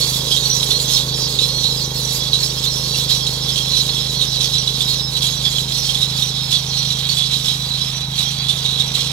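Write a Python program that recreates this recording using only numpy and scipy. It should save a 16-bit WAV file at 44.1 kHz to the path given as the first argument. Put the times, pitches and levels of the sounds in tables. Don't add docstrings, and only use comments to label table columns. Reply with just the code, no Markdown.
import sys
import numpy as np
from scipy import signal
from scipy.fft import rfft, irfft, next_fast_len
from scipy.io import wavfile
from scipy.ndimage import uniform_filter1d

SR = 44100
rng = np.random.default_rng(int(sys.argv[2]) if len(sys.argv) > 2 else 0)


def wav_out(sig):
    wavfile.write(sys.argv[1], SR, np.round(np.clip(np.atleast_2d(sig).T, -1, 1) * 32767).astype(np.int16))


N = 402191
TIME = np.arange(N) / SR
FFT_SIZE = next_fast_len(N + 4096)
FFT_HZ = np.fft.rfftfreq(FFT_SIZE, 1 / SR)

# f/Hz, level/dB
ROAD_EQ = [(380, -6), (900, -0.5), (1600, -3.5), (16000, -17.5)]
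# t/s, f/Hz
FIRING_RATE = [(0, 26.25), (1.5, 26.1), (6, 26.286), (9.1, 26.6)]
# t/s, level/dB
ENGINE_TOP_FADE = [(1.4, -33.5), (2.2, -35.5), (3.7, -36), (5.2, -38.5), (8.2, -46), (9.1, -39.5)]
# t/s, level/dB
BOOM_FADE = [(5.8, 5.5), (6.1, 2)]
# multiple of the firing rate, level/dB
EXHAUST_ORDERS = [(1, -64), (2, -8), (3, -7.5), (4, -19.5), (5, 6.5), (6, -0.5), (7, -15), (8, -8.5),
                  (9, -17.5), (11, -16), (36, -18.5)]
# multiple of the firing rate, level/dB
CASING_ORDERS = [(10, -14.5), (12, -31), (13, -16.5), (15, -22.5), (16, -14.5), (18, -16), (20, -16),
                 (23, -16.5), (42, -18.5)]
# f/Hz, level/dB
CLATTER_EQ = [(200, -20), (340, -7.5), (490, -1.5), (690, -18.5), (900, -8), (1500, -23.5), (8000, -43)]
# f/Hz, level/dB
KNOCK_EQ = [(25, -22), (60, -4.5), (190, 1), (330, -21.5), (900, -50)]
# t/s, decay/s, level/dB
BRUSH_TUFTS = [(0.283, 0.064, 8), (0.528, 0.14, 8), (0.883, 0.13, 14.5), (1.33, 0.049, 8.5),
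               (2.415, 0.12, 4), (2.964, 0.066, 12.5), (3.088, 0.074, 15.5), (3.704, 0.29, 9.5),
               (4.183, 0.56, 4.5), (4.402, 0.074, 13.5), (4.869, 0.09, 10), (5.215, 0.088, 10),
               (5.412, 0.25, 4.5), (5.673, 0.36, 5.5), (6.16, 0.11, 7.5), (6.345, 0.055, 5),
               (6.502, 0.1, 9.5), (6.72, 0.38, 2.5), (7.078, 0.11, 5), (7.297, 0.097, 3.5),
               (7.432, 0.11, 5.5), (8.146, 0.16, 2.5), (8.942, 0.16, 4)]
# t/s, drop in feed/dB
BRUSH_GAPS = [(1.129, 3.5), (1.92, 7), (3.37, 2), (5.06, 7.5), (5.66, 4.5), (7.62, 0.5), (8.08, 7.5)]
# f/Hz, level/dB
TEAR_EQ = [(1500, -10), (4000, 4.5), (7600, 7), (8500, -6.5), (11000, 1), (13500, -2), (15800, -7.5)]
# f/Hz, level/dB
CRUNCH_EQ = [(400, -15), (1000, -7.5), (1800, -12), (2400, 1), (2900, -2), (3800, -10), (9000, -42)]
# f/Hz, level/dB
CRACK_EQ = [(300, -60), (1000, -36), (2000, -30), (2550, -14.5), (3100, -1.5), (3400, 3.5), (3950, 5),
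            (4700, -6.5), (6100, -7), (7600, -13), (16000, -33.5)]
# f/Hz, level/dB
BLADE_MODES = [(3282, -1), (3420, 2), (3792, 2.5), (3945, 5.5), (4282, 3), (4488, -1), (4795, -3),
               (5305, 1.5), (5830, -0.5), (6440, -6.5)]
# t/s, length/s, f/Hz
BRANCH_RUBS = [(1.22, 0.18, 4795), (1.424, 0.3, 4282), (1.743, 0.078, 5305), (2.717, 0.14, 5305),
               (3.41, 0.071, 5305), (4.116, 0.14, 4282), (5.02, 0.096, 5305), (5.03, 0.091, 3792),
               (5.712, 0.26, 5305), (6.323, 0.14, 3792), (6.69, 0.2, 4282), (6.747, 0.2, 5830),
               (7.933, 0.067, 5830)]
# t/s, decay/s, f/Hz, level/dB
STEM_BITES = [(0.01, 0.052, 4380, -19), (0.312, 0.061, 3290, -19), (0.364, 0.03, 3780, -19),
              (0.453, 0.024, 4400, -19), (0.495, 0.087, 5840, -19), (0.623, 0.019, 3800, -19),
              (0.703, 0.032, 3470, -17), (0.967, 0.048, 3790, -18.5), (1.388, 0.022, 3790, -16),
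              (1.411, 0.07, 4020, -18.5), (1.633, 0.042, 3920, -16), (2.332, 0.041, 3900, -15),
              (2.641, 0.034, 3610, -22.5), (2.943, 0.016, 2780, -27.5), (3.265, 0.017, 3870, -16),
              (3.482, 0.028, 3440, -19), (3.558, 0.064, 3295, -19), (3.763, 0.033, 3880, -19),
              (3.968, 0.024, 3310, -22.5), (4.209, 0.033, 3790, -18.5), (4.535, 0.062, 3930, -18),
              (4.583, 0.032, 5750, -21), (4.675, 0.011, 3980, -16), (4.806, 0.027, 3480, -17),
              (5.166, 0.012, 3950, -14), (5.221, 0.05, 3360, -21), (5.583, 0.013, 3320, -19),
              (5.89, 0.031, 3230, -23.5), (5.945, 0.016, 3480, -16.5), (6.015, 0.04, 3820, -16),
              (6.222, 0.017, 3766, -14), (6.524, 0.053, 3430, -19.5), (6.904, 0.023, 3990, -19),
              (7.088, 0.053, 4440, -21), (7.168, 0.085, 3430, -18.5), (7.324, 0.024, 3974, -19),
              (7.482, 0.054, 3860, -19), (7.813, 0.023, 3920, -22), (8.185, 0.042, 3870, -19),
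              (8.484, 0.05, 3520, -17), (8.651, 0.091, 3800, -21), (8.796, 0.028, 3750, -16),
              (8.952, 0.0084, 3970, -16)]
# f/Hz, level/dB against the right
LEFT_SHADOW = [(400, 0), (2100, -2), (2800, -3), (3300, -18.5), (4200, -11.5), (5900, -15.5), (7500, -11),
               (8500, -0.5), (9300, 3), (11400, -3)]
# f/Hz, phase lead/rad
LEFT_LEAD = [(100, 0.076), (800, 0.44), (1400, 1.52)]


def amp(db):
    return 10 ** (np.asarray(db) / 20)


def unit(x):
    return x / np.sqrt(np.mean(abs(x) ** 2) + 1e-20)


def over_time(rows):
    return np.interp(TIME, *np.transpose(rows))


def over_frequency(rows):
    hz, value = np.transpose(rows)
    return np.interp(np.log(FFT_HZ + 1), np.log(hz + 1), value)


def filtered(x, response):
    return irfft(rfft(x, FFT_SIZE) * response, FFT_SIZE)[..., :N]


def coloured(x, eq):
    return unit(filtered(x, amp(over_frequency(eq))))


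def wander(per_s):
    knots = rng.standard_normal(N // 20)
    path = np.interp(TIME * per_s, np.arange(len(knots)), knots)
    return unit(uniform_filter1d(path, max(int(SR / per_s / 2), 1)))


def noise(alike):
    left, right = rng.standard_normal((2, N))
    return np.array([alike * right + np.sqrt(1 - alike ** 2) * left, right])


def impacts(per_s, spread_db, alike):
    size = amp(spread_db * np.minimum(rng.exponential(1, N), 2.5))
    struck = rng.random(N) < per_s / SR
    return unit(size * struck * noise(alike))


def road(db=-38.5):
    return amp(db + 0.5 * wander(per_s=2.57)) * coloured(noise(alike=0.81), ROAD_EQ)


def whine(hz=804, db=-51.5, waver=0.00892):
    pitch = hz * (1 + waver * wander(per_s=45))
    return amp(db) * unit(np.sin(2 * np.pi * np.cumsum(pitch) / SR))


def engine_note(firings, top_db, pipe_ring=0.18, scatter_rad=0.6):
    orders = np.arange(1, CASING_ORDERS[-1][0] + 1)
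    gains = amp(np.interp(orders, *np.transpose(sorted(EXHAUST_ORDERS + CASING_ORDERS))))
    mirrored_log_gains = np.log(np.r_[gains[0], gains, gains[-2::-1]])
    lags = pipe_ring * signal.hilbert(mirrored_log_gains).imag[1:len(gains) + 1]
    lags += scatter_rad * rng.standard_normal(len(gains)) * (orders > 8)
    partials = {k: -gain * np.cos(2 * np.pi * k * firings - lag)
                for k, gain, lag in zip(orders, gains, lags)}
    pipe = [partials[k] for k, _ in EXHAUST_ORDERS]
    boom = sum(pipe[:2]) * amp(over_time(BOOM_FADE))
    thump = sum(pipe[2:]) * amp(0.7 * wander(per_s=20))
    drone = sum(partials[k] for k, _ in CASING_ORDERS) * amp(top_db - top_db.mean())
    return unit(boom + thump + drone)


def engine(note_db=-27.5, clatter_trim_db=-4.0, knock_db=-42.0, uneven=0.00095, first_firing_s=0.00602):
    firing_hz = over_time(FIRING_RATE) * (1 + uneven * wander(per_s=14))
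    firings = np.cumsum(firing_hz) / SR - first_firing_s * FIRING_RATE[0][1]
    top_db = over_time(ENGINE_TOP_FADE)
    note = engine_note(firings, top_db)
    bursts = 1 + 1.25 * np.exp(-(firings % 1) / 0.065)
    clatter = coloured(bursts * noise(alike=0.85), CLATTER_EQ)
    knock = coloured(bursts * noise(alike=0.85), KNOCK_EQ)
    return amp(note_db) * note + amp(clatter_trim_db + top_db) * clatter + amp(knock_db) * knock


def brush_feed(leaves_db=9.3, thinning_db_per_s=1.32, grab_s=0.008, gap_s=0.049,
               sprig_db=4, sprig_s=0.027, woody_below_hz=4100):
    power = amp(leaves_db - thinning_db_per_s * TIME) ** 2
    sprigs = [(start, sprig_s, leaves_db - thinning_db_per_s * start + sprig_db)
              for start, _, hz, _ in STEM_BITES if hz < woody_below_hz]
    for start, decay_s, level_db in BRUSH_TUFTS + sprigs:
        age = np.maximum(TIME - start, 0)
        surge = amp(level_db) * (1 - np.exp(-age / grab_s)) * np.exp(-(age / decay_s) ** 2)
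        power += surge ** 2
    dips_db = sum(drop_db * np.exp(-((TIME - when) / gap_s) ** 2) for when, drop_db in BRUSH_GAPS)
    feed_db = 10 * np.log10(power) - dips_db
    return feed_db - feed_db.mean()


def treble_pings(per_pitch_per_s=27, ring_s=0.014, low_hz=6470):
    pings = np.zeros((2, N))
    for hz in low_hz * 2 ** rng.random(size=28):
        pole = np.exp((2j * np.pi * hz - 1 / ring_s) / SR)
        ticks = impacts(per_pitch_per_s, spread_db=2.0, alike=0.18)
        pings += signal.lfilter([1], [1, -pole], ticks).real
    return unit(pings)


def leaf_shred(feed_db, woody_db, db=-30.5, pings_db=-4.5, ragged_db=2.5):
    spray = impacts(per_s=24000, spread_db=3.0, alike=0) + amp(pings_db) * treble_pings()
    level_db = db + 0.89 * feed_db - 0.021 * woody_db + ragged_db * wander(per_s=23)
    return amp(level_db) * coloured(spray, TEAR_EQ)


def branch_crunch(feed_db, woody_db, db=-49.0, ragged_db=2.5):
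    level_db = db + 0.5 * feed_db + 2.15 * woody_db + ragged_db * wander(per_s=35)
    return amp(level_db) * coloured(impacts(per_s=6000, spread_db=3.0, alike=0.38), CRUNCH_EQ)


def teeth_rattle(feed_db, woody_db, db=-24.5, ragged_db=4.0):
    clumps = unit(amp(ragged_db * np.minimum(wander(per_s=150), 1)))
    cracks = coloured(impacts(per_s=7000, spread_db=1.0, alike=1.0), CRACK_EQ)
    return amp(db + feed_db + woody_db) * clumps * cracks


def blade_ring(feed_db, woody_db, db=-18.0, width_hz=20.7, low_modes_hz=4100,
               spin_hz=43, swing=0.0066, bend=0.004, shimmer_db=3.5, rub_db=5.0):
    blows = impacts(per_s=2500, spread_db=1.0, alike=1.0) * amp(0.64 * feed_db)
    spin_phase = 2 * np.pi * np.cumsum(spin_hz * (1 + 0.14 * wander(per_s=6.4))) / SR
    rub_swells = np.zeros((len(BLADE_MODES), N))
    for start, length, hz in BRANCH_RUBS:
        nearest = np.argmin([abs(mode_hz - hz) for mode_hz, _ in BLADE_MODES])
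        rub_swells[nearest] += np.sqrt(np.maximum(1 - (2 * (TIME - start) / length - 1) ** 2, 0))
    steel = np.zeros((2, N))
    for (hz, mode_db), rub in zip(BLADE_MODES, rub_swells):
        pole = np.exp((2j * hz - width_hz) * np.pi / SR)
        contact_db = shimmer_db * wander(per_s=19) + 0.43 * woody_db * (hz < low_modes_hz)
        ring = unit(signal.lfilter([1], [1, -pole], blows * amp(contact_db)))
        ring += rub * amp(rub_db) * np.exp(2j * np.pi * hz * TIME)
        doppler = swing * hz / spin_hz * np.sin(spin_phase + 2 * np.pi * rng.random())
        bending = 2 * np.pi * np.cumsum(bend * hz * wander(per_s=9)) / SR
        steel += amp(mode_db) * (ring * np.exp(1j * (doppler + bending))).real
    return amp(db) * unit(steel)


def stem_squeals(squeal_db=5.5, crack_db=1.5, flutter_db=3.5, jitter=0.024, glide=0.017,
                 attack_s=0.00053, settle_s=0.039, thick_hz=3500):
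    drift = jitter * wander(per_s=280)
    flutter = amp(flutter_db * wander(per_s=380))
    crack = coloured(impacts(per_s=6500, spread_db=-0.5, alike=0.96), CRACK_EQ)
    bites = np.zeros((2, N))
    for start, decay_s, hz, level_db in STEM_BITES:
        span = np.arange(int(start * SR), min(int((start + 2 * decay_s) * SR), N))
        age = (span - span[0]) / SR
        envelope = (1 - np.exp(-age / attack_s)) * np.exp(-(age / decay_s) ** 2)
        thickness = min(thick_hz / hz, 1.15) ** 2
        unsteady = thickness / (1 + decay_s / settle_s)
        direction = np.sign(hz - thick_hz)
        sweep = glide * direction * (2 * age / decay_s - 1)
        pitch = hz * (1 + unsteady * (drift[span] + sweep))
        squeal = unit(np.sin(2 * np.pi * np.cumsum(pitch) / SR) * flutter[span])
        bite = amp(squeal_db) * squeal + amp(crack_db) * thickness * crack[:, span]
        bites[:, span] += amp(level_db) * envelope * bite
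    return bites


def scene(woodier_db_per_s=1.63):
    feed_db = brush_feed()
    woody_db = woodier_db_per_s * (TIME - TIME.mean())
    wood = teeth_rattle(feed_db, woody_db) + branch_crunch(feed_db, woody_db)
    steel = blade_ring(feed_db, woody_db) + stem_squeals()
    leaves = leaf_shred(feed_db, woody_db)
    return wood + steel + leaves + engine() + whine() + road()


def record(dry, ceiling=0.9, high_cut_hz=15850):
    left_response = amp(over_frequency(LEFT_SHADOW)) * np.exp(1j * over_frequency(LEFT_LEAD))
    heard = np.array([filtered(dry[0], left_response), dry[1]])
    heard /= (1 + (heard / ceiling) ** 8) ** (1 / 8)
    high_cut = signal.firwin(511, high_cut_hz, window=("kaiser", 9), fs=SR)
    return signal.oaconvolve(heard, high_cut[None], "same")


dry = scene()
out = record(dry)
wav_out(out)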